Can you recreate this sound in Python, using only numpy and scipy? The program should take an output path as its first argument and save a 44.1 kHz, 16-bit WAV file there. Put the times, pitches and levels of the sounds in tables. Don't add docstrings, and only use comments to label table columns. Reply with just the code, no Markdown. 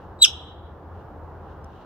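import sys
import numpy as np
from scipy import signal
from scipy.fft import rfft, irfft, next_fast_len
from scipy.io import wavfile
from scipy.ndimage import uniform_filter1d, minimum_filter1d, map_coordinates

SR = 44100
rng = np.random.default_rng(int(sys.argv[2]) if len(sys.argv) > 2 else 0)


def log_audio(samples):
    frames = np.atleast_2d(samples).T
    limited = np.clip(frames, -1, 1)
    pcm = np.round(limited * 32767).astype(np.int16)
    wavfile.write(sys.argv[1], SR, pcm)


N = 81585


def amp(db):
    return 10 ** (np.asarray(db) / 20)


def unit_rms(x):
    return x / np.sqrt(np.mean(x ** 2) + 1e-20)


def at_hz(table, hz):
    freq_hz, values = np.transpose(table)
    return np.interp(np.log(hz + 1), np.log(freq_hz + 1), values)


def curves(table):
    time_s, *columns = np.transpose(table)
    return [np.interp(np.arange(N) / SR, time_s, column) for column in columns]


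def wobble(knots_per_s):
    return map_coordinates(rng.standard_normal(N // 4), [np.arange(N) * knots_per_s / SR], mode="wrap")


def filtered(x, response):
    size = next_fast_len(N + SR // 2)
    return irfft(rfft(x, size) * response(np.fft.rfftfreq(size, 1 / SR)), size)[..., :N]


def coloured(x, table):
    def response(hz):
        cepstrum = irfft(np.log(amp(at_hz(table, hz))))
        half = len(cepstrum) // 2
        return np.exp(rfft(np.r_[cepstrum[0], 2 * cepstrum[1:half]], 2 * half))
    return filtered(x, response)


def panned(x, table):
    return filtered(x, lambda hz: amp(np.outer([.5, -.5], at_hz(table, hz))))


def reverberated(call, tail):
    tail = tail / np.linalg.norm(tail, axis=1, keepdims=True)
    return signal.fftconvolve(call[None], tail, axes=1)[:, :N]


# freq_hz, correlation
COHERENCE = [(60, 1), (130, .97), (290, .91), (950, 0.87), (1890, .72), (3770, 0.24), (7500, .05)]

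def outdoor_noise(spectrum):
    def mid_side_gains(hz):
        angle = np.arccos(np.clip(at_hz(COHERENCE, hz), -1, 1)) / 2
        return amp(at_hz(spectrum, hz)) * [np.cos(angle), np.sin(angle)]
    mid, side = filtered(rng.standard_normal((2, N)), mid_side_gains)
    return unit_rms(np.array([mid + side, mid - side]))


# freq_hz, relative_density_db
RUSH_SPECTRUM = [(20, -22), (45, 1), (70, 8), (110, 0), (180, -1.5), (240, -8), (320, -3), (500, -4.5),
                 (620, -6.5), (800, -4), (1300, -11.5), (1650, -18.5), (2100, -31), (3000, -40),
                 (5000, -46.5), (8500, -56.5), (11000, -56), (13000, -49.5), (16000, -52)]
# time_s, level_db
RUSH_ENVELOPE = [(0, -42.5), (.6, -44.5), (1.2, -42), (1.85, -42.5)]
# freq_hz, left_minus_right_db
BACKGROUND_PAN = [(60, 2), (290, -.5), (640, -1.5), (1400, -.5), (3100, 6), (7000, 7.5)]

def rush():
    level_db, = curves(RUSH_ENVELOPE)
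    return amp(level_db + .5 * wobble(3.9)) * panned(outdoor_noise(RUSH_SPECTRUM), BACKGROUND_PAN)


# time_s, level_db
RUMBLE_ENVELOPE = [(0, -50), (.19, -46.5), (.3, -51.5), (.38, -41), (.52, -57), (.65, -45), (.77, -51.5),
                   (.92, -43), (1.1, -52), (1.19, -43), (1.28, -49), (1.38, -43.5), (1.6, -53.5),
                   (1.7, -44), (1.8, -56)]

def rumble(pitch_hz=81.7, wander_hz=5, swing_db=1.5):
    level_db, = curves(RUMBLE_ENVELOPE)
    phase = 2 * np.pi * np.cumsum(pitch_hz + wander_hz * wobble(30)) / SR
    tone = unit_rms(np.sin(phase) * amp(swing_db * wobble(33)))
    return panned(amp(level_db) * tone, BACKGROUND_PAN)


# freq_hz, relative_density_db
RUSTLE_SPECTRUM = [(1500, -25), (2300, -11), (2850, 1.5), (3600, -5), (5000, -15), (6000, -16.5),
                   (8000, -28), (15000, -36)]
# time_s, level_db
RUSTLE_ENVELOPE = [(0, -67.5), (.15, -77.5), (.88, -79.5), (1, -69), (1.1, -79.5), (1.4, -78), (1.5, -68),
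                   (1.6, -75), (1.72, -68), (1.8, -65), (1.85, -66)]

def rustle():
    level_db, = curves(RUSTLE_ENVELOPE)
    return amp(level_db + 1.2 * wobble(50)) * outdoor_noise(RUSTLE_SPECTRUM)


# time_s, pitch_hz
WHISTLE_PITCH = [(.212, 3900), (.222, 3870), (.229, 3930), (.234, 3830), (.240, 3450), (.245, 3150),
                 (.249, 2830), (.252, 2520), (.2565, 1550), (.261, 1220)]
# time_s, drive_db, roughness (0-1), overtones_db
WHISTLE_EFFORT = [(.190, -54, .1, -9), (.210, -37.5, 0.1, -7), (.2195, -15, 0.04, -4.5),
                  (.222, 2, 0.06, -1.5), (.232, 4, 0.2, 1.5), (.238, 3, 0.02, -8.5), (.245, 4.5, 0.1, -3),
                  (.251, -2, 0.3, 5), (.255, -11.5, .4, -2.5), (.260, -14.5, 0.1, -8),
                  (.264, -41.5, .3, -9)]
# freq_hz, gain_db
VOCAL_TRACT = [(900, -11.5), (1430, -6.5), (2000, -19.5), (2600, -5.5), (3300, -1), (3950, -2),
               (4500, -3.5), (5400, 3), (6400, -5.5), (7200, -6), (7750, -3.5), (8400, -17.5),
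               (10200, -15.5), (11700, -17.5), (13500, -38), (15600, -27)]
# freq_hz, gain_db
RASP_EQ = [(1200, -30), (2100, -20), (3000, -1), (4400, -6.5), (5600, 2.5), (7200, -2.5), (8400, -10.5),
           (9800, -6), (11000, -14), (12300, -9.5), (13500, -21), (15600, -19)]

def whistle(harmonics=6, tilt_db_per_octave=-5, rasp_db=-3.5):
    flutter_per_s, flutter_depth, flutter_db = 300, .004, 2.2
    rough_per_s, jitter_depth, shimmer_depth = 2200, .19, .61
    t = np.arange(N) / SR
    pitch_hz, = curves(WHISTLE_PITCH)
    drive_db, roughness, overtones_db = curves(WHISTLE_EFFORT)
    flutter = flutter_depth * wobble(flutter_per_s)
    jitter = jitter_depth * roughness * wobble(rough_per_s)
    pitch_hz = pitch_hz * (1 + flutter + jitter)
    phase = 2 * np.pi * np.cumsum(pitch_hz) / SR
    overtones = sum(amp(tilt_db_per_octave * np.log2(k)) * np.sin(k * phase) * (k * pitch_hz < SR / 2)
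                    for k in range(2, harmonics + 1))
    shimmer = shimmer_depth * roughness * wobble(rough_per_s)
    tone = (np.sin(phase) + amp(overtones_db) * overtones) * (1 + shimmer)
    rasp = amp(rasp_db) * roughness * (1 + np.cos(phase)) * rng.standard_normal(N)
    sounding = (t > WHISTLE_EFFORT[0][0]) & (t < WHISTLE_EFFORT[-1][0])
    drive = np.sqrt(2) * amp(drive_db + flutter_db * wobble(flutter_per_s)) * sounding
    return coloured(drive * tone, VOCAL_TRACT) + coloured(drive * rasp, RASP_EQ)


# left_delay_s, right_delay_s, gain_db
ROCK_REFLECTIONS = [(.0012, 0.0025, -11.5), (0.0111, .0098, -14.5)]
# freq_hz, left_minus_right_db
CALL_PAN = [(1400, 0), (3000, -0.5), (3900, 2.5), (5500, -0.5), (7800, -12), (11700, -6.5), (15000, -2.5)]

def direct_and_rocks(call, left_lag_s=.00006):
    def paths(hz):
        def delayed(*delays_s):
            return np.exp(-2j * np.pi * np.outer(delays_s, hz))
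        reflections = sum(amp(db) * delayed(left_s, right_s) for left_s, right_s, db in ROCK_REFLECTIONS)
        return delayed(left_lag_s, 0) + reflections
    return panned(filtered(call, paths), CALL_PAN)


# freq_hz, gain_db
BRUSH_EQ = [(1300, -2), (3300, -2), (5500, -1.5), (7800, -8), (9500, -2.5), (15000, -10.5)]

def brush_scatter(call, gain_db=-17.5, rise_s=.004, t60_s=.13):
    t = np.arange(SR // 2) / SR
    tail = rng.standard_normal((2, len(t))) * amp(-60 * t / t60_s) * (1 - np.exp(-t / rise_s))
    return amp(gain_db) * coloured(reverberated(call, tail), BRUSH_EQ)


# delay_s, width_s, over_tail_db
SLOPE_ECHOES = [(.255, .03, 4.5), (.435, .028, 6.5)]
# freq_hz, t60_s
SLOPE_DECAY = [(1500, 0.23), (3500, .72), (5500, .44), (8000, .42), (14000, .25)]
# freq_hz, gain_db
SLOPE_EQ = [(1300, -6), (2600, -1), (3500, -6), (5500, -9), (7800, -13.5), (9300, -8.5), (14000, -10)]

def slope_echoes(call, gain_db=-34.5, rise_s=.03):
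    hz, t, spectrogram = signal.stft(rng.standard_normal((2, SR)), SR, nperseg=256)
    swell_db = sum(db * np.exp(-((t - delay_s) / width_s) ** 2) for delay_s, width_s, db in SLOPE_ECHOES)
    decay_db = -60 * t / at_hz(SLOPE_DECAY, hz)[:, None]
    envelope = amp(swell_db + decay_db) * (1 - np.exp(-t / rise_s))
    _, tail = signal.istft(spectrogram * envelope, SR, nperseg=256)
    return amp(gain_db) * coloured(reverberated(call, tail), SLOPE_EQ)


# freq_hz, gain_db
TICK_EQ = [(2500, -30), (4300, -18), (5500, 7.5), (7500, -3), (9500, -0.5), (11500, -15), (13500, -8),
           (16000, -14)]

def tick(start_s=1.6444, gain_db=-42, t60_s=.005):
    t = np.arange(N) / SR - start_s
    burst = rng.standard_normal((2, N)) * (t >= 0) * amp(-60 * np.abs(t) / t60_s)
    return amp(gain_db) * coloured(burst, TICK_EQ)


def scene():
    call = whistle()
    marmot = direct_and_rocks(call) + brush_scatter(call) + slope_echoes(call)
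    return marmot + rush() + rumble() + rustle() + tick()


def record(dry):
    ceiling, lookahead_s, release_db_per_s = 1, .00076, 421
    stop_hz, taper_hz = 16000, 350
    window = int(lookahead_s * SR)
    needed_db = -20 * np.log10(np.maximum(np.abs(dry).max(axis=0) / ceiling, 1))
    held_db = minimum_filter1d(needed_db, 2 * window)
    recovery_db = release_db_per_s * np.arange(N) / SR
    gain_db = np.minimum.accumulate(held_db - recovery_db) + recovery_db
    limited = dry * amp(uniform_filter1d(gain_db, window))
    return filtered(limited, lambda hz: np.sin(np.pi / 2 * np.clip((stop_hz - hz) / taper_hz, 0, 1)) ** 2)


dry = scene()
out = record(dry)
log_audio(out)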